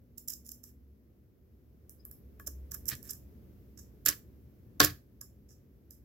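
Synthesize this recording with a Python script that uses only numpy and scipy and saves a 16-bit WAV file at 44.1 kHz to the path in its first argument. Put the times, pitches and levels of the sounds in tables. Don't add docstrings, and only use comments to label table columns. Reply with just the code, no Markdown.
import sys
import numpy as np
from scipy import signal
from scipy.fft import rfft, irfft, next_fast_len
from scipy.io import wavfile
from scipy.ndimage import map_coordinates

SR = 44100
rng = np.random.default_rng(int(sys.argv[2]) if len(sys.argv) > 2 else 0)


def file_out(sig):
    cols = np.atleast_2d(sig).T
    lim = np.clip(cols, -1, 1)
    pcm = np.round(lim * 32767).astype(np.int16)
    wavfile.write(sys.argv[1], SR, pcm)


N = 266540


def contacts(knock_room_db=-13):
    # start in seconds, length of the slip in seconds,
    # level of the steel tick in dB, its brightness in dB, level of the knock on the lock body in dB,
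    # left level minus right level of the tick in dB.
    pin_slips = [(0.179, 0.0048, -38.5, 0.5, -77.5, -12), (0.281, 0.0064, -30, 2, -86, -6),
                 (0.298, 0.0079, -32.5, -0.5, -83, -7), (0.319, 0.005, -41.5, -4, -75, -12),
                 (0.333, .006, -37, -3, -78, -10), (0.464, 0.0016, -47, 5, -90, -8),
                 (0.4891, 0.0046, -40.5, -0.5, -78, -5), (0.516, 0.0045, -38.5, 0.5, -80, -14),
                 (0.637, 0.0049, -43.5, 3, -74.5, -15), (1.895, 0.00068, -46.5, 10.5, -86, 2),
                 (2.052, 0.0014, -40, 22, -66.5, -6), (2.113, 0.0015, -43, 12.5, -75.5, -23),
                 (2.397, 0.0033, -49, 10.5, -53, -7), (2.47, 0.0083, -30, -0.5, -57.5, -5),
                 (2.715, 0.0053, -35, 2, -56.5, -7), (2.742, .007, -32, 3.5, -55.5, -7.5),
                 (2.856, .0015, -43, 3, -71, -26), (2.8817, .0037, -27.5, 6, -74, -21),
                 (2.8855, 0.0054, -24.5, 1, -77, -12), (2.952, .0013, -41.5, -3, -70, -18),
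                 (3.028, 0.002, -45, 6, -75, -24), (3.093, 0.0062, -38.5, -18, -65, -11),
                 (3.105, 0.0076, -30.5, 2.5, -73, -9), (3.133, 0.0028, -43, -2, -67, -13),
                 (3.775, 0.0032, -50.5, -11.5, -71.5, -14), (3.787, 0.01, -47.5, -5.5, -69, -20),
                 (4.0582, 0.007, -15.5, 0, -35, -9.5), (4.0836, 0.0024, -21.5, -3, -43, -17),
                 (4.0862, 0.0049, -17, -.5, -40, -6.5), (4.801, 0.0044, -15, -0.5, -16, -8.5),
                 (4.836, 0.004, -23, 3.5, -40.5, -14), (4.8419, .008, -15.5, 2, -32, -9),
                 (5.212, .0025, -38.5, -0.5, -60.5, -9), (5.489, .005, -63, -6.5, -91, -11),
                 (5.506, .003, -59.5, -6, -78, -14), (5.907, .0026, -47, 4.5, -80, -9)]
    usual_tick_db, tick_room_db, drier_db_per_db = -41, -4.5, 0.5
    out = np.zeros((2, N))
    for start, length, steel_db, bright_db, body_db, pan_db in pin_slips:
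        room_db = tick_room_db - drier_db_per_db * (steel_db - usual_tick_db)
        for when, part_db in impacts(start, length, steel_db):
            ringing = steel(slip(length, alike=0.15), bright_db)
            tick = amp(steel_db + part_db) * packed(ringing, seconds=0.003)
            add(out, when, panned(tick, pan_db))
            add(out, when, amp(room_db) * room(tick))
            if when >= start:
                blow = softened(lock_body(slip(length, alike=0.51)), body_db)
                knock = amp(body_db + part_db) * packed(blow, seconds=0.012)
                add(out, when, panned(knock, pan_db=-1))
                add(out, when, amp(knock_room_db) * room(knock))
    return out


def impacts(start, length, steel_db):
    touch_lead, touch_db, touch_max_db = 0.89, -11, -35.5
    hard_db = -26
    rebound_s, rebound_db, rebound_change_db = 0.011, -13, -7.5
    touch = (start - touch_lead * length, min(touch_db, touch_max_db - steel_db))
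    parts = [touch, (start, 0)]
    if steel_db > hard_db:
        for k in range(2):
            parts.append((start + (k + 1) * rebound_s, rebound_db + k * rebound_change_db))
    return parts


def slip(length, alike, size=4096):
    t = np.arange(size) / SR
    grip = map_coordinates(rng.standard_normal(size // 32 + 1), [np.arange(size) / 32], order=1)
    catches = amp(5 * np.tanh(grip))
    rise = 1 - np.exp(-t / (0.2 * length))
    stroke = rise / (1 + (t / (1.15 * length)) ** 8)
    return pair(size, alike) * stroke * catches


def steel(force, bright_db=1):
    # frequency in Hz, relative level in dB per Hz.
    steel_curve = [(1000, -39.5), (4300, -22.5), (4800, -18.5), (5150, -1), (5700, -2.5), (6500, -5),
                   (7500, 0), (8500, -13.5), (10300, -6.5), (11300, -1.5), (12600, 1), (14300, -2.5),
                   (15300, -4), (16500, -19.5)]
    tilted = []
    for hz, db in steel_curve:
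        tilt_db = bright_db / 2 * np.tanh((hz - 9000) / 1500)
        tilted.append((hz, db + tilt_db))
    return convolve(force, causal(tilted))


def lock_body(force, modes_db=-1):
    # frequency in Hz, relative level in dB per Hz.
    body_curve = [(200, -17.5), (650, -6), (850, -26.5), (1100, -2), (1600, 2), (2200, -7.5), (3300, -4.5),
                  (4600, 1), (7000, -6), (10000, -25)]
    # frequency in Hz, relative level in dB, time to fall 60 dB in seconds.
    body_rings = [(1113, -5, 0.085), (1250, -8.5, 0.091), (1456, -6, 0.053), (1570, -4.5, .07),
                  (1700.5, 2.5, 0.061), (1793, -8.5, 0.036), (3170, -8.5, 0.058), (4510, -6.5, .05),
                  (4710, -4, 0.036)]
    clack = convolve(force, causal(body_curve))
    modes = ring(body_rings, spread_db=0.0, attack=0.0038, fuzz=0.84, size=clack.shape[1])
    return unit(clack) + amp(modes_db) * unit(modes)


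def softened(x, blow_db, corner_hz=2200, db_per_octave=15):
    octaves_up = max(blow_db + 55.5, 0) / db_per_octave
    corner = np.clip(corner_hz * 2 ** octaves_up, 500, SR / 3)
    return signal.sosfilt(signal.butter(4, corner, fs=SR, output="sos"), x)


def scrapes(room_db=-13.5):
    # start in seconds, length in seconds,
    # level of the steel in dB, level of the rasp in dB.
    drags = [(0.278, 0.044, -48, -68), (0.446, 0.035, -57, -90), (0.653, 0.048, -65, -81),
             (2.716, 0.047, -60.5, -69), (2.859, 0.025, -51, -75.5), (2.88, 0.026, -39.5, -50),
             (2.906, 0.03, -57, -42), (3.031, 0.09, -54.5, -66), (4.059, 0.034, -36.5, -33.5),
             (4.095, 0.033, -56, -45), (4.798, 0.042, -39, -27.5), (4.849, 0.027, -51.5, -37.5),
             (4.887, 0.021, -71, -48.5)]
    # frequency in Hz, relative level in dB per Hz.
    rasp_curve = [(200, -2), (550, -10), (820, -20.5), (1150, -5), (1400, -4.5), (1720, 5.5), (2050, -3),
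                  (3200, -4.5), (4800, -2), (9000, -14.5)]
    out = np.zeros((2, N))
    for start, length, steel_db, rasp_db in drags:
        force = slip(length, alike=0.56)
        bright = amp(steel_db) * packed(steel(force), length)
        rasp = amp(rasp_db) * packed(convolve(force, causal(rasp_curve)), length)
        add(out, start, panned(bright, pan_db=-11))
        add(out, start, panned(rasp, pan_db=-1.5))
        add(out, start, amp(room_db) * room(bright + rasp))
    return out


def squeak(waver_hz=90, room_db=-6):
    peak_s, squeak_hz, fade_s, squeak_db = 2.006, 5080, 0.007, -65.5
    tone = wavering_tone(squeak_hz, waver_hz, rate=300)
    envelope = amp(squeak_db) * swell(peak_s, peak_s, fade_s, fade_s)
    chirp = panned(envelope * tone, pan_db=11)
    return chirp + amp(room_db) * room(chirp)[:, :N]


def mount(room_db=-15):
    # start in seconds, level in dB.
    vice_jolts = [(2.47, -55), (2.917, -66), (4.064, -49), (4.089, -49.5), (4.802, -25), (4.84, -37)]
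    # start in seconds, level in dB.
    bench_thumps = [(2.919, -44.5), (4.086, -51), (4.819, -31.5), (4.865, -44.5), (4.9, -41.5)]
    # frequency in Hz, relative level in dB, time to fall 60 dB in seconds.
    vice_rings = [(220, -20.5, 0.03), (299, 0, 0.19), (368, -5, .12), (445, -3.5, 0.097), (558, -2.5, .07),
                  (596, -6, 0.065), (718, -5, .07)]
    # frequency in Hz, relative level in dB, time to fall 60 dB in seconds.
    bench_rings = [(85, -8, .14), (126, -3, 0.094), (165, -7.5, 0.067)]
    out = np.zeros((2, N))
    for start, db in vice_jolts:
        ringing = ring(vice_rings, spread_db=2.5, attack=0.0018, fuzz=0.99)
        clunk = amp(db) * packed(ringing, seconds=0.02)
        add(out, start, clunk)
        add(out, start, amp(room_db) * room(clunk))
    for start, db in bench_thumps:
        ringing = ring(bench_rings, spread_db=2.5, attack=0.013, fuzz=0.4)
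        add(out, start, amp(db) * packed(ringing, seconds=0.016))
    return out


def ring(modes, spread_db, attack, fuzz, apart=0.00016, size=8192):
    t = np.arange(size) / SR
    hz, db, t60 = np.transpose(modes)[:, :, None]
    strength = db + spread_db * rng.standard_normal(hz.shape)
    drift = fuzz * np.cumsum(rng.standard_normal((len(modes), size)), axis=1) / np.sqrt(SR)
    delay = apart * rng.standard_normal((2, len(modes), 1))
    waves = amp(strength - 60 * t / t60) * np.sin(2 * np.pi * (hz * (t - delay) + drift))
    return waves.sum(1) * (1 - np.exp(-t / attack))


def room(x, build=0.0042, size=16384):
    # frequency in Hz, time to fall 60 dB in seconds.
    decay_times = [(150, .25), (1500, 0.23), (5000, 0.23), (12000, 0.24), (16000, 0.29)]
    hz, t, z = signal.stft(rng.standard_normal((2, size)), SR, nperseg=256)
    decay = amp(-60 * t / along(decay_times, hz)[:, None])
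    tail = signal.istft(z * decay, SR, nperseg=256)[1]
    tail = tail * (1 - np.exp(-np.arange(tail.shape[1]) / SR / build))
    return panned(convolve(x, packed(tail, 1 / SR)), pan_db=-2.5)


def background(rumble_db=4, hiss_db=-14):
    # time in seconds, level in dB.
    shared_level = [(0.0, -64.5), (0.42, -62.5), (1.31, -65.5), (2.17, -60.5), (2.81, -56.5), (4.84, -60.5),
                    (4.96, -62), (6.04, -63)]
    # frequency in Hz, relative level in dB per Hz.
    hiss_curve = [(1000, -8), (4000, -12), (5500, -9.5), (8500, -17), (10000, -14), (12200, -2.5),
                  (15500, -4)]
    rumble = amp(rumble_db + 0.49 * wobble(5.4)) * rumble_noise()
    hiss_noise = filtered(pair(N, alike=0.049), lambda hz: amp(along(hiss_curve, hz)))
    hiss = amp(hiss_db) * unit(hiss_noise)
    return amp(curve(shared_level)) * (rumble + hiss) + low_tones()


def rumble_noise():
    # frequency in Hz, relative level in dB per Hz.
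    rumble_curve = [(20, -13.5), (36, -18.5), (50, -2), (68, 0.5), (95, -5.5), (125, -4.5), (165, -13.5),
                    (205, -7.5), (290, -13.5), (380, -15), (520, -22), (850, -38), (2000, -42.5),
                    (5000, -58), (12000, -72.5)]
    # frequency in Hz, likeness (0 unrelated, 1 the same).
    likeness = [(60, .92), (300, 0.79), (1000, 0.13), (4000, 0.054)]

    def mid_side_response(hz):
        angle = np.arccos(np.clip(along(likeness, hz), -1, 1)) / 2
        return amp(along(rumble_curve, hz)) * np.array([np.cos(angle), np.sin(angle)])

    mid, side = filtered(rng.standard_normal((2, N)), mid_side_response)
    return unit(np.array([mid + side, mid - side]))


def low_tones(drone_hz=67, hum_hz=242):
    # time of the top in seconds, level of the added swell in dB.
    swell_tops = [(.77, -65.5), (2.579, -44.5)]
    drone_db, rise_s, fall_s = -67.5, 0.1, 0.16
    hum_start_s, hum_end_s, hum_fade_s, hum_db = 0.22, 0.69, 0.15, -66
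    drone = amp(drone_db)
    for top, db in swell_tops:
        drone = drone + amp(db) * swell(top, top, rise_s, fall_s)
    hum = amp(hum_db) * swell(hum_start_s, hum_end_s, hum_fade_s, hum_fade_s)
    return drone * wavering_tone(drone_hz, 0.97, rate=7) + hum * wavering_tone(hum_hz, 1.57, rate=7)


def wavering_tone(hz, waver_hz, rate):
    return unit(np.sin(2 * np.pi * np.cumsum(hz + waver_hz * wobble(rate)) / SR))


def swell(start, end, rise, fall):
    t = np.arange(N) / SR
    return np.exp(np.minimum(t - start, 0) / rise - np.maximum(t - end, 0) / fall)


def amp(db):
    return 10 ** (np.asarray(db) / 20)


def unit(x):
    return x / np.sqrt(np.mean(x ** 2) + 1e-30)


def packed(x, seconds):
    return unit(x) * np.sqrt(seconds * SR / x.shape[-1])


def along(points, hz):
    f, v = np.transpose(points)
    return np.interp(np.log(hz + 1), np.log(f + 1), v)


def curve(rows):
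    return np.interp(np.arange(N) / SR, *np.transpose(rows))


def wobble(rate):
    return map_coordinates(rng.standard_normal(int(N * rate / SR) + 4), [np.arange(N) * rate / SR])


def filtered(x, response):
    m = next_fast_len(N + SR // 2)
    return irfft(rfft(x, m) * response(np.fft.rfftfreq(m, 1 / SR)), m)[..., :N]


def convolve(a, b):
    return signal.fftconvolve(a, b, axes=-1)


def add(track, s, x):
    start = max(round(s * SR), 0)
    track[:, start:start + x.shape[-1]] += x[:, :max(N - start, 0)]


def panned(x, pan_db):
    return x * unit(amp([[pan_db / 2], [-pan_db / 2]]))


def pair(size, alike):
    shared, *own = rng.standard_normal((3, size))
    return np.sqrt(alike) * shared + np.sqrt(1 - alike) * np.array(own)


def causal(points, size=1024):
    cepstrum = irfft(np.log(amp(along(points, np.fft.rfftfreq(size, 1 / SR)))))
    cepstrum[1:size // 2] *= 2
    cepstrum[size // 2 + 1:] = 0
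    return irfft(np.exp(rfft(cepstrum)))[None]


def scene():
    return contacts() + scrapes() + squeak() + mount() + background()


def record(dry):
    top_hz = 16000
    lean = signal.sosfilt(signal.butter(4, 42, "highpass", fs=SR, output="sos"), dry)
    rounded = lean / (1 + (lean / 0.8) ** 4) ** 0.25
    return filtered(rounded, lambda hz: 1 / np.sqrt(1 + (hz / top_hz) ** 160))


dry = scene()
out = record(dry)
file_out(out)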